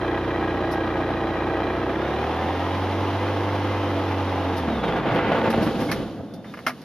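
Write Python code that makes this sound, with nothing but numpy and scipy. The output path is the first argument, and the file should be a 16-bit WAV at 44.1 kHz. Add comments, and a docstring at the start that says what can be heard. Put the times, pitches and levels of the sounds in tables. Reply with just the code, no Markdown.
"""Inside a microlight's cockpit: a geared four-cylinder engine idles, speeds up to taxi, and is switched off.
Slack gears clatter at idle; as the propeller winds down the whole airframe shudders and rattles.
The propeller stops with a clack, the aircraft rolls on over dirt, and a few clicks and a sharp knock follow."""
import sys
import numpy as np
from scipy import signal
from scipy.fft import rfft, irfft, next_fast_len
from scipy.io import wavfile
from scipy.ndimage import uniform_filter1d

SR = 44100
rng = np.random.default_rng(int(sys.argv[2]) if len(sys.argv) > 2 else 0)


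def persist_wave(psi):
    """Save psi, clipped to +-1, as 16-bit WAV."""
    counts = np.round(np.clip(psi, -1, 1) * 32767).astype(np.int16)
    wavfile.write(sys.argv[1], SR, np.atleast_2d(counts).T)


N = 301641

# the throttle is opened from idle to taxi power: (s, crankshaft turns per second)
SPEED = [(0.0, 30.5), (1.16, 30.0), (1.7, 30.4), (1.86, 31.2), (2.0, 32.85), (2.24, 39.0), (2.29, 40.2),
         (2.46, 43.0), (2.62, 44.8), (2.81, 46.8), (3.25, 48.8), (3.5, 48.9), (3.75, 48.75), (4.03, 47.3),
         (4.14, 47.3), (4.57, 45.0)]  # fixed
# (multiple of the crank speed, dB rms at idle, dB rms at taxi power)
ORDERS_DB = [(2, -39, -28), (3, -37, -49), (4, -39.5, -43.5), (5, -53, -44.5), (5.5, -48, -84),
             (6, -44.5, -31.8), (6.5, -54.5, -41.5), (7, -50, -35), (8, -53.5, -42), (9, -40.5, -45), (10, -38, -38.5),
             (10.5, -86, -39.5), (11, -31, -73), (12, -36.5, -50.5), (13.5, -46, -56), (14, -52.5, -44), (15, -39, -57),
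             (16, -46, -62), (17, -45, -46), (18, -44.5, -43.5), (19, -57, -44), (20, -56, -51)]
IDLE_HZ, TAXI_HZ = 30.3, 48.0  # fixed
# what the firewall lets through of the gear whine and chatter: (Hz, dB)
FIREWALL = [(1400, 0), (1700, 2), (2300, -2), (3100, -3), (3600, 6.5), (4080, -0.5), (4300, -12), (5200, -23), (7000, -40)]
# where the slack teeth hit in each two-turn engine cycle: (turns, dB)
TOOTH_KNOCKS = [(0.241, -3.5), (.4, -1), (0.639, 4), (1.229, -3), (1.32, 5.5), (1.581, -1.5), (1.65, -1)]
# modes of the gearbox case: (Hz, dB, t60 s)
GEARBOX = [(1250, 2, 0.027), (1640, 3, 0.069), (1886, 8, 0.034), (2363, -3.5, 0.16), (2460, -1, 0.045), (3190, -1.5, 0.034), (3960, -11.5, 0.018)]
# gear whine: (multiple of the crank speed, dB rms at idle, dB rms at taxi power, dB added while speeding up)
GEARS = [(21, -41, -46.5, 7), (22, -44, -58, 3), (26, -43, -69, -7), (41, -47, -76, 0), (42, -47, -53, 6), (51, -50.5, -56.5, 0), (54, -47, -70, -8), (63.58, -45.5, -57, 2.5),
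         (77.7, -53.5, -80, -2), (83.3, -52.5, -61, 1.5), (103.6, -56, -64, -4), (106.7, -66, -69, 9), (131, -56.5, -69, 1)]
# shaking of the airframe, one row each for panel boom, clatter, rattle of fittings and fizz:
# (dB at idle, dB at taxi power, dB added while speeding up, dB coasting, crank turns per second that shake it most, width of that peak in octaves, dB added there)
SHAKE = [(-38, -39.5, -1.5, -32.5, 10.16, 0.11, 5),
         (-31, -30.3, -1, -36, 18.5, 1, 11),
         (-43, -38.5, 2, -45, 17.4, 0.72, 14),
         (-58.5, -52.5, 1.5, -60, 8.3, 0.83, 10)]
BAND_HZ = [230, 750, 2400, 7000]  # centres of those four
# cabin colour under power and while winding down: (Hz, dB per Hz)
RUNNING = [(25, -22), (45, -32), (70, -7), (130, -4.5), (220, -2), (330, -3), (500, -4), (850, -1.5), (1150, -8.5), (1900, -18), (3100, -21.5), (4400, -33.5), (5600, -38.5), (7000, -50.5), (10000, -51.5), (14000, -55.5)]
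SLOWING = [(35, -40.5), (60, -14), (105, -3.5), (225, -4), (356, -5.5), (480, -4), (660, -3.5), (900, -6), (1100, -8), (2000, -15.5), (3040, -19.5), (4000, -27.5), (4700, -32.5), (6450, -44), (10200, -49.5), (14000, -54)]
# cabin and panel resonances: (Hz, width Hz, dB)
PANELS = [(224, 40, 3), (313, 97, 5.5), (412, 40, -2), (503, 126, 5.5), (608, 32, -3.5), (671.6, 9.7, 6), (800, 24, 1), (1216, 58, 2.5), (1628, 22, 5.5), (2024, 85, 5), (3460, 730, 0.5)]
WIDTH = [(60, -6), (110, -32), (200, -13), (380, -19.5), (700, -21), (1290, -16), (2380, -10.5), (4400, -4.5),
         (8120, -0.5), (15000, 0.5)]  # (Hz, side over mid dB)
# jolts of the airframe: (s, peak dB, share of bass dB)
JOLTS = [(4.524, -17, 3), (4.676, -10, -2), (4.829, -6.5, -10), (4.878, -7, -12), (4.955, -7, -9), (5.06, -12, -2), (5.11, -7, -1), (5.152, -10.5, -19),
         (5.275, -9, -3), (5.312, -7.5, -18), (5.345, -11, -13), (5.378, -9, -5), (5.448, -5.5, -14), (5.53, -8, -9), (5.574, -10, -4), (5.621, -9.5, -7), (5.664, -8, 3),
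         (5.742, -15, 0), (5.785, -18.5, 6), (5.813, -13.5, -2), (5.885, -11.5, -3), (5.98, -17, 9)]
# loose panels slapping: (s, dB, t60 s)
CLACKS = [(4.923, -19.5, 0.026), (4.957, -34, 0.035), (4.986, -28, 0.032), (5.02, -35, .04), (5.067, -30, 0.055), (5.087, -23.5, .05), (5.123, -27, .04),
          (5.16, -20, 0.062), (5.186, -21, 0.043), (5.191, -28, 0.031), (5.302, -26, 0.044), (5.318, -22, 0.039), (5.346, -29, 0.034), (5.37, -24, 0.044),
          (5.414, -21, .04), (5.448, -25, 0.037), (5.476, -24, 0.058), (5.528, -23, .04), (5.541, -25, 0.06), (5.686, -32, 0.051), (5.914, -25, 0.028)]
SLAP = [(100, -24), (350, 1), (650, 7.5), (1200, -6), (2000, -8.5), (3000, -10.5), (4200, -24), (7000, -52), (14000, -46)]  # (Hz, dB)
# what those panels ring with: (Hz, width Hz, dB)
LOOSE = [(436, 50, 3), (527, 30, 2), (676, 20, 1.5), (791, 19, 7.5), (900, 41, 6.5), (1150, 44, 4), (1470, 82, 4)]
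# hard clicks and knocks, the last big one with its rebounds: (s, body dB, bright snap dB, t60 s)
CLICKS = [(5.502, -33, -37.5, 0.14), (5.914, -23, -30, 0.12), (6.337, -69, -49, 0.13), (6.443, -43, -72, 0.15), (6.538, -34, -56, .075), (6.572, -38.5, -57, .08), (6.589, -39, -55, .08),
          (6.6645, -17.5, -34, 0.067), (6.668, -19, -30, .022), (6.675, -28, -40, .08), (6.681, -36, -40, .1), (6.693, -32.5, -52, .11), (6.816, -51, -52, 0.09)]
# modes of the knocked fittings: (Hz, dB, t60 s)
FITTING = [(251, -7, .25), (656, 1, .11), (1200, 2, .12), (1370, -1, .09), (1690, -2.5, .13), (1770, -1, .09), (2110, 0, .1), (2450, -12, .09), (2970, -10, .08), (3260, -15, .08), (5200, -18, .08), (5400, -15, .09)]
KNOCK = [(80, -33), (200, -18), (600, 2), (950, 0), (1300, 4), (2050, 2), (3000, -9), (4200, -31), (5600, -24), (6300, -40), (14000, -42)]  # (Hz, dB)
SNAP = [(500, -30), (2500, -3), (4800, 2.5), (5700, 1), (6200, -8), (7200, -13), (10000, -5.5), (13000, -7), (15000, -23)]  # (Hz, dB)
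# thin squeals: (start s, end s, first Hz, last Hz, dB rms, flutter Hz)
SQUEALS = [(4.697, 4.933, 3860, 3000, -45, 160), (4.818, 4.967, 3900, 3260, -44.5, 200), (4.919, 5.103, 3740, 3170, -51, 298),
           (5.88, 5.909, 2170, 2190, -33, 45), (6.272, 6.437, 3580, 3590, -62, 20), (6.443, 6.533, 3570, 3650, -56.5, 20)]
EDGE_HZ = 14000  # fixed
TIME = np.arange(N) / SR
HZ = np.fft.rfftfreq(N, 1 / SR)
TYRES = [(30, -30), (60, -13), (110, -4.5), (170, 1.5), (240, -1), (330, -7.5), (480, -10), (700, -9), (1000, -23), (1500, -25.5), (3000, -61), (14000, -80)]  # (Hz, dB per Hz)
HISS = [(100, -21), (900, 5), (1600, 0), (2300, -3.5), (3000, -2.5), (3700, -4), (5000, -7.5), (7000, -16.5), (10000, -17), (14000, -21)]  # (Hz, dB per Hz)
# soft scuffs in the cockpit: (s, dB, t60 s)
SCUFFS = [(0.708, -36, 0.13), (4.562, -35, 0.13), (4.835, -49, 0.17), (5.135, -44, 0.14), (5.615, -38.5, 0.27), (5.79, -45, 0.73)]
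OFF_S, STOP_S = 4.57, 5.915  # the ignition is cut; the propeller stops  # fixed
COAST_S = .7  # unfired, the crank loses speed with this time constant
SURGE_HZ_PER_S = 25  # fixed
RUNDOWN_S, SETTLE_DB_PER_S = 0.49, 58  # the shaking changes over after the cut, and dies after the stop
# the wheels drop over bumps: (s, dB)
BUMPS = [(6.187, -24), (6.3, -34), (6.46, -42)]
# cabin resonances that the engine orders flare in as they sweep through: (Hz, width Hz, dB)
FLARES = [(343, 82, 6), (855, 240, 9)]
# how each firing buzzes through the engine frame: (Hz, dB)
FRAME = [(120, -25), (220, -3.5), (450, -1.5), (850, 0), (1150, -3), (1650, -7.5), (2000, -13), (2400, -15.5), (3200, -18), (4100, -34), (5500, -42), (14000, -68)]
LURCH_HZ, LURCH_S, LURCH_DB = 5.83, 5.8, 0.5  # the coasting engine lurches on its mounts: rate, time of one lurch, swing of the rattle


def amp(db):
    """Decibels to gain."""
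    return np.exp(np.asarray(db) * (np.log(10) / 20))


def unit(x):
    """Scales to rms 1."""
    return x / np.sqrt(np.mean(x ** 2) + 1e-20)


def curve(rows, axis=1):
    """One column of a table, joined by straight lines in time."""
    rows = np.array(rows)
    return np.interp(TIME, rows[:, 0], rows[:, axis])


def read(points):
    """A spectrum joined by straight lines on a log-frequency axis."""
    f, db = np.transpose(points)
    return np.interp(np.log(HZ + 1), np.log(f + 1), db)


def bumps(modes):
    """The dB that a set of resonances adds to a spectrum."""
    return sum(db / (1 + (2 * (HZ - hz) / width) ** 2) for hz, width, db in modes)


def colour(x, db):
    """Filters by a gain in dB at every frequency."""
    size = next_fast_len(N + 4096)
    return irfft(rfft(x, size) * np.interp(np.fft.rfftfreq(size, 1 / SR), HZ, amp(db)), size)[..., :N]


def drift(rate_hz):
    """Smooth chance of rms 1 that changes at about the given rate."""
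    knots = rng.standard_normal(4000)  # fixed
    return unit(np.interp(TIME * rate_hz * 2, np.arange(len(knots)), knots))


def ring(energy, t60):
    """Envelope of blows that each die away in t60."""
    return np.sqrt(signal.lfilter([1], [1, -amp(-120 / (abs(t60) * SR))], energy) + 1e-12)


def spread(pair):
    """Two unrelated sounds become a left and a right that differ mostly in the treble."""
    side = colour(pair[1], read(WIDTH))
    return np.array([pair[0] + side, pair[0] - side])


def crank(wander=.003):
    """Crank angle in turns, and power from 0 at idle to 1 at taxi speed; it holds through the run-down."""
    power = np.clip((curve(SPEED) - IDLE_HZ) / (TAXI_HZ - IDLE_HZ), 0, 1)
    return np.cumsum(crank_speed()) / SR + wander * drift(5), power


def exhaust(turns, power, waver_db=1.0, rough_db=1.6, level_db=0, scatter=0.63, lag=0.173, overrun_db=7.0, dying_db_per_s=27):
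    """Engine orders; at idle three of them sit on a cabin resonance and throb once a turn. The note breaks up while speeding up and dies after the cut."""
    speed_hz, out = crank_speed(), np.zeros(N)
    sweeping = 4 * power * (1 - power) * (TIME < OFF_S)  # fixed
    overrun = fade_in(OFF_S, 0.16)
    for order, idle_db, taxi_db in ORDERS_DB:
        db = idle_db + power * (taxi_db - idle_db) + (waver_db + rough_db * sweeping) * min(order / 8, 1) * drift(9)
        if order > 7:  # fixed
            db += sweeping * sum(gain / (1 + (2 * (order * speed_hz - hz) / width) ** 2) for hz, width, gain in FLARES)
        if 5 < order < 10:  # fixed
            db += overrun * (overrun_db + 2 * drift(18))  # unfired, the cylinders pump with an uneven falling note
        offset = scatter * rng.standard_normal() + np.pi * (order < 8) * rng.uniform(-1.0, 1)
        out += amp(db) * np.cos(np.pi * round(2 * order) * (turns + lag) + offset)
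    firing = amp(level_db - dying_db_per_s * since(OFF_S))
    return np.sqrt(2) * colour(out * firing, read([(15, -63), (35, -22), (48, -13), (60, -0.5), (200, -0.5)]))


def gears(turns, power, backlash=0.0017, throb=0.18, flutter_hz=17, clean=1.0, level_db=0, patchy_db=2.2, mesh_hz=23, slack_db_per_hz=4):
    """Meshing teeth whine and throb once a turn; speeding up brings the lines out in patches, and below the meshing speed they go quiet."""
    angle = turns + backlash * (1 - power / 2) * drift(20) + 0.001 * np.sin(2 * np.pi * turns)
    out, speeding, load = np.zeros(N), surge(), np.sqrt(power)
    for order, idle_db, taxi_db, surge_db in GEARS:
        rate_hz, phase = flutter_hz * max(order / 70, 1) ** 3, 2 * np.pi * round(order) * angle
        steady = clean * min(70 / order, 1) ** 2
        tone = (np.sqrt(2) * steady + drift(rate_hz)) * np.cos(phase) + drift(rate_hz) * np.sin(phase)
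        out += amp(idle_db + load * (taxi_db - idle_db) + speeding * (surge_db + patchy_db * drift(14))) * unit(tone)
    out = colour(out, read(FIREWALL))
    whine = amp(level_db - slack_db_per_hz * np.maximum(mesh_hz - crank_speed(), 0))
    return spread([out, out * drift(29)]) * (1 + throb * np.cos(2 * np.pi * (turns + 0.54))) * whine


def blows(turns, power, uneven_db=2.0, slap_db=0, teeth_per_s=260, loose_per_s=200, loose_db=1.5, t60=0.087):
    """Power of the rattle: a blow each firing, a gear slap each idle turn, then loose parts at random."""
    firing = np.diff(np.floor(2 * turns), prepend=0) * amp(-10.0 + uneven_db * rng.standard_normal(N)) ** 2
    slap = np.diff(np.floor(turns + 0.6), prepend=0) * (1 - power) * amp(slap_db + uneven_db * rng.standard_normal(N)) ** 2
    teeth = (rng.random(N) < teeth_per_s / SR) * amp(-9.5 + uneven_db * rng.standard_normal(N)) ** 2
    loose = (rng.random(N) < loose_per_s / SR) * amp(loose_db * rng.standard_normal(N).clip(-2, 2)) ** 2
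    energy = ring((firing + slap) * (TIME < 5.6) + teeth + loose * (TIME > 4.7), t60) ** 2
    return energy / uniform_filter1d(energy, size=7000)


def airframe(turns, power, pulsed=(.4, .6, .6, .3), ring_on_s=0.053):
    """Every blow sets the panels and fittings ringing over a steady rush of propeller air; each part shakes most at its own crank speed."""
    noise, strikes = rng.standard_normal((2, N)), blows(turns, power)
    edges = [(130, 260), (420, 1400), (1400, 4500), (4500, 14000)]  # fixed
    off, speeding = fade_in(OFF_S, RUNDOWN_S), surge()
    lurch_db = LURCH_DB * np.cos(2 * np.pi * LURCH_HZ * (TIME - LURCH_S)) * (TIME < STOP_S)
    panels_db = bumps(PANELS)
    running_db, slowing_db = read(RUNNING) + panels_db, read(SLOWING) + panels_db + bumps(LOOSE)
    out = np.zeros((2, N))
    for k, (idle_db, taxi_db, surge_db, coast_db, peak_hz, octaves, peak_db) in enumerate(SHAKE):
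        lo, hi = edges[k]
        band = np.interp(np.log(HZ + 1), np.log(BAND_HZ), np.eye(len(edges))[k])
        drive = noise * np.sqrt(1 + np.clip(pulsed[k], 0, 1) * (strikes - 1))
        running = (1 - off) * amp(idle_db + power * (taxi_db - idle_db) + surge_db * speeding)
        coasting = off * amp(coast_db + peak_db * passing(peak_hz, octaves) + lurch_db)
        for body_db, level in ((running_db, running), (slowing_db, coasting)):
            size = np.sqrt(np.mean(amp(body_db) ** 2 * (HZ > lo) * (HZ < hi)))
            out += level / size * colour(drive, body_db + 20 * np.log10(band + 1e-6))
    return spread(out * amp(-SETTLE_DB_PER_S * since(STOP_S + ring_on_s)))


def shudder(turns, mount_hz=53, width_hz=7, thud_db=0, lurch=0.3, running_db=-58, coast_db=-46, rock_db=6.0, rock_hz=8.8, rock_octaves=0.25):
    """The engine rocks on its rubber mounts and thuds through the floor at each compression, most in its last turns."""
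    rock = unit(colour(rng.standard_normal(N), -20 * np.log10(1 + (2 * (HZ - mount_hz) / width_hz) ** 2)))
    thud = unit(colour(rng.standard_normal(N), read([(10, -36), (30, -21), (55, -13), (95, 20), (150, -3), (300, -33), (1000, -100)])))
    level_db = running_db + (coast_db - running_db) * fade_in(OFF_S, RUNDOWN_S) - SETTLE_DB_PER_S * since(STOP_S)
    rocking = amp(rock_db * passing(rock_hz, rock_octaves))
    return (rock * rocking + amp(thud_db) * thud * (1 + lurch * np.cos(4 * np.pi * turns))) * amp(level_db)


def struck(hits, body_db, rise=0.0022, crack=0.21, crack_t60=0.011):
    """Blows (s, dB, t60 s): a short crack, then a tail that scatters through a body with the given spectrum."""
    envelope = np.zeros(N)
    for s, db, t60 in hits:
        age = TIME[round(s * SR):][:SR // 2] - s
        decay = amp(-60 * age / t60) + crack * amp(-60 * age / crack_t60)
        envelope[round(s * SR):][:len(age)] += amp(db) * decay * np.clip(age / rise, 0, 1)
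    return spread(unit(colour(rng.standard_normal((2, N)), body_db)) * envelope)


def knocks(jolt_db=-12, jolt_t60=0.18, jolt_rise_s=0.012, bass_db=-13):
    """Dull jolts of the slowing engine, hard clicks of fittings and controls, and a few soft scuffs."""
    jolts = struck([(s, db + jolt_db, jolt_t60) for s, db, _ in JOLTS], read(SLOWING) + bumps(PANELS) + bumps(LOOSE), rise=jolt_rise_s)
    thumps = struck([(s, db + bass + bass_db, jolt_t60) for s, db, bass in JOLTS], read([(50, -20), (130, 0.5), (250, 2), (400, -5.5), (1200, -51), (4000, -90)]), rise=jolt_rise_s)
    body = struck([(s, db, t60) for s, db, _, t60 in CLICKS], read(KNOCK), rise=0.0018) + fittings()
    snap = struck([(s, db, t60) for s, _, db, t60 in CLICKS], read(SNAP), rise=.0012)
    scuffs = struck(SCUFFS, read(SNAP), rise=0.021, crack=0)
    return jolts + thumps + body + snap + scuffs


def squeals(steady=1.8):
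    """Rubbing parts sing briefly and unsteadily as things come to rest."""
    out = np.zeros(N)
    for start, end, first_hz, last_hz, db, flutter_hz in SQUEALS:
        along = np.clip((TIME - start) / (end - start), 0, 1)
        angle = 2 * np.pi * np.cumsum(first_hz + along * (last_hz - first_hz)) / SR
        tone = unit((steady + drift(flutter_hz)) * np.cos(angle) + drift(flutter_hz) * np.sin(angle))
        out += np.sqrt(abs(np.sin(np.pi * along))) * amp(db) * tone
    return out


def rolling(rumble_db=-35.0, slowing_db_per_s=8, lump_db=1.0, bump_t60=0.22, hiss_db=-59, grit_db=7.5, grit_s=6.42):
    """Tyres rumble over lumpy dirt and fade as the aircraft slows; a faint hiss rises as they reach grit."""
    tyres_db = read(TYRES) + bumps(PANELS)
    level = fade_in(OFF_S, STOP_S - OFF_S) * amp(rumble_db - slowing_db_per_s * since(STOP_S) + lump_db * drift(25))
    rumble = unit(colour(rng.standard_normal((2, N)), tyres_db)) * level
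    hiss = unit(colour(rng.standard_normal((2, N)), read(HISS))) * amp(hiss_db + grit_db * fade_in(grit_s, 0.053))
    return spread(rumble + hiss) + struck([(s, db, bump_t60) for s, db in BUMPS], tyres_db, rise=0.018, crack=0)


def since(start_s):
    """Seconds gone by since a moment, zero before it."""
    return np.maximum(TIME - start_s, 0)


def fade_in(start_s, length_s):
    """Rises from 0 to 1 over the given time."""
    return np.minimum(since(start_s) / length_s, 1)


def crank_speed():
    """Turns per second: set by the throttle, then dying away freely until a compression stops the propeller."""
    return curve(SPEED) * np.exp(-since(OFF_S) / COAST_S) * (TIME < STOP_S)


def surge():
    """How hard the engine is speeding up, 0 to about 1."""
    return np.maximum(uniform_filter1d(np.gradient(curve(SPEED)) * SR, size=13000), 0) / SURGE_HZ_PER_S


def passing(peak_hz, octaves):
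    """Swells to 1 and back as the coasting crank slows through a speed at which something resonates."""
    speed_hz = np.maximum(crank_speed(), curve(SPEED)[-1] * np.exp(-(STOP_S - OFF_S) / COAST_S))
    return np.exp(-(np.log2(speed_hz / peak_hz) / octaves) ** 2)


def drone(panel_hz=228, level_db=-30, peak_hz=10.7, octaves=0.34, waver=0.23):
    """One cabin panel sings at its own pitch through the last slow turns."""
    tone = (1 + waver * drift(12)) * np.cos(2 * np.pi * panel_hz * TIME + 2 * waver * drift(8))
    return unit(tone) * amp(level_db - SETTLE_DB_PER_S * since(STOP_S)) * passing(peak_hz, octaves)


def chatter(turns, power, level_db=-41, jitter=.015, uneven_db=2.5, taxi_db=-12, crack=0.87, crack_t60=0.016):
    """Slack teeth knock several times a turn, harder every other turn, and ring the gearbox case; load presses them together."""
    age = TIME[:SR // 8]
    ticks = sum(amp(db) * (np.diff(np.floor((turns - at + jitter * drift(20)) / 2), prepend=0) > 0) for at, db in TOOTH_KNOCKS)
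    ticks = ticks * amp(uneven_db * rng.standard_normal(N).clip(-2, 2))
    case = sum(amp(db - 60 * age / t60) * np.sin(2 * np.pi * (hz * age + rng.random((2, 1)))) for hz, db, t60 in GEARBOX)
    snap = signal.sosfilt(signal.butter(2, [900, 3300], "band", fs=SR, output="sos"), rng.standard_normal((2, N)))  # fixed
    sound = signal.oaconvolve(ticks[None], case, axes=1)[:, :N] + crack * unit(snap) * ring(ticks ** 2, crack_t60)
    return spread(unit(colour(sound, read(FIREWALL)))) * amp(level_db + taxi_db * power) * (1 - fade_in(OFF_S, RUNDOWN_S))


def clacks(level_db=1, rise_s=0.0012):
    """Loose panels slap against their frames, thick and fast through the run-down until the propeller stops."""
    return struck([(s, db + level_db, t60) for s, db, t60 in CLACKS], read(SLAP) + bumps(LOOSE), rise=rise_s, crack=.6, crack_t60=0.018)


def buzz(turns, power, idle_db=-33.0, taxi_db=-36.5, t60=0.04, uneven_db=2.0, count=4):
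    """Each cylinder jars the frame with a short ring of its own, the same at every firing."""
    age, out = TIME[:SR // 12], np.zeros((2, N))
    for cylinder in range(count):
        firings = np.diff(np.floor(turns / 2 - cylinder / count + 1), prepend=0) > 0
        jar = rng.standard_normal((2, len(age))) * amp(-60 * age / t60)
        out += signal.oaconvolve((firings * amp(uneven_db * rng.standard_normal(N)))[None], jar, axes=1)[:, :N]
    return spread(unit(colour(out, read(FRAME) + bumps(PANELS)))) * amp(idle_db + power * (taxi_db - idle_db)) * (1 - fade_in(OFF_S, RUNDOWN_S))


def fittings(level_db=-10):
    """The modes that ring on after each hard click."""
    age, out = TIME[:SR // 4], np.zeros(N)
    for s, db, _, _ in CLICKS:
        tone = sum(amp(mode_db - 60 * age / t60) * np.sin(2 * np.pi * (hz * age + rng.random())) for hz, mode_db, t60 in FITTING)
        part = out[round(s * SR):]
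        part[:len(age)] += (amp(db + level_db) * tone * np.minimum(age / 0.0013, 1))[:len(part)]
    return out


def flutter(turns, panel_hz=880, width_hz=260, level_db=-33.5, peak_hz=41.5, octaves=.13, throb=.6):
    """A loose panel buzzes roughly while the engine speeds up through the rate that shakes it."""
    noise = unit(colour(rng.standard_normal((2, N)), -20 * np.log10(1 + (2 * (HZ - panel_hz) / width_hz) ** 2)))
    level = amp(level_db) * np.exp(-(np.log2(curve(SPEED) / peak_hz) / octaves) ** 2) * (1 - fade_in(OFF_S - RUNDOWN_S, RUNDOWN_S))
    return spread(noise * level * (1 + throb * np.cos(4 * np.pi * turns)))


def scene():
    """Everything as heard from the seat, slightly earlier on the left and louder on the right."""
    turns, power = crank()
    engine = exhaust(turns, power) + buzz(turns, power) + gears(turns, power) + chatter(turns, power)
    cabin = airframe(turns, power) + shudder(turns) + flutter(turns) + drone() + clacks() + knocks()
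    left, right = engine + cabin + rolling() + squeals()
    return np.array([left, np.append(0, right[:-1])]) * amp([[-.35], [.35]])


def record(dry, notch_hz=7950, notch_width_hz=680):
    """The camera has a deep notch in the treble and a steep band limit."""
    notch_db = 20 * np.log10(1e-3 + 1 - np.exp(-(abs(HZ - notch_hz) / notch_width_hz) ** 3))
    return signal.oaconvolve(colour(dry, notch_db), signal.firwin(511, EDGE_HZ, window=("kaiser", 9), fs=SR)[None], "same")


dry = scene()
out = record(dry)
persist_wave(out)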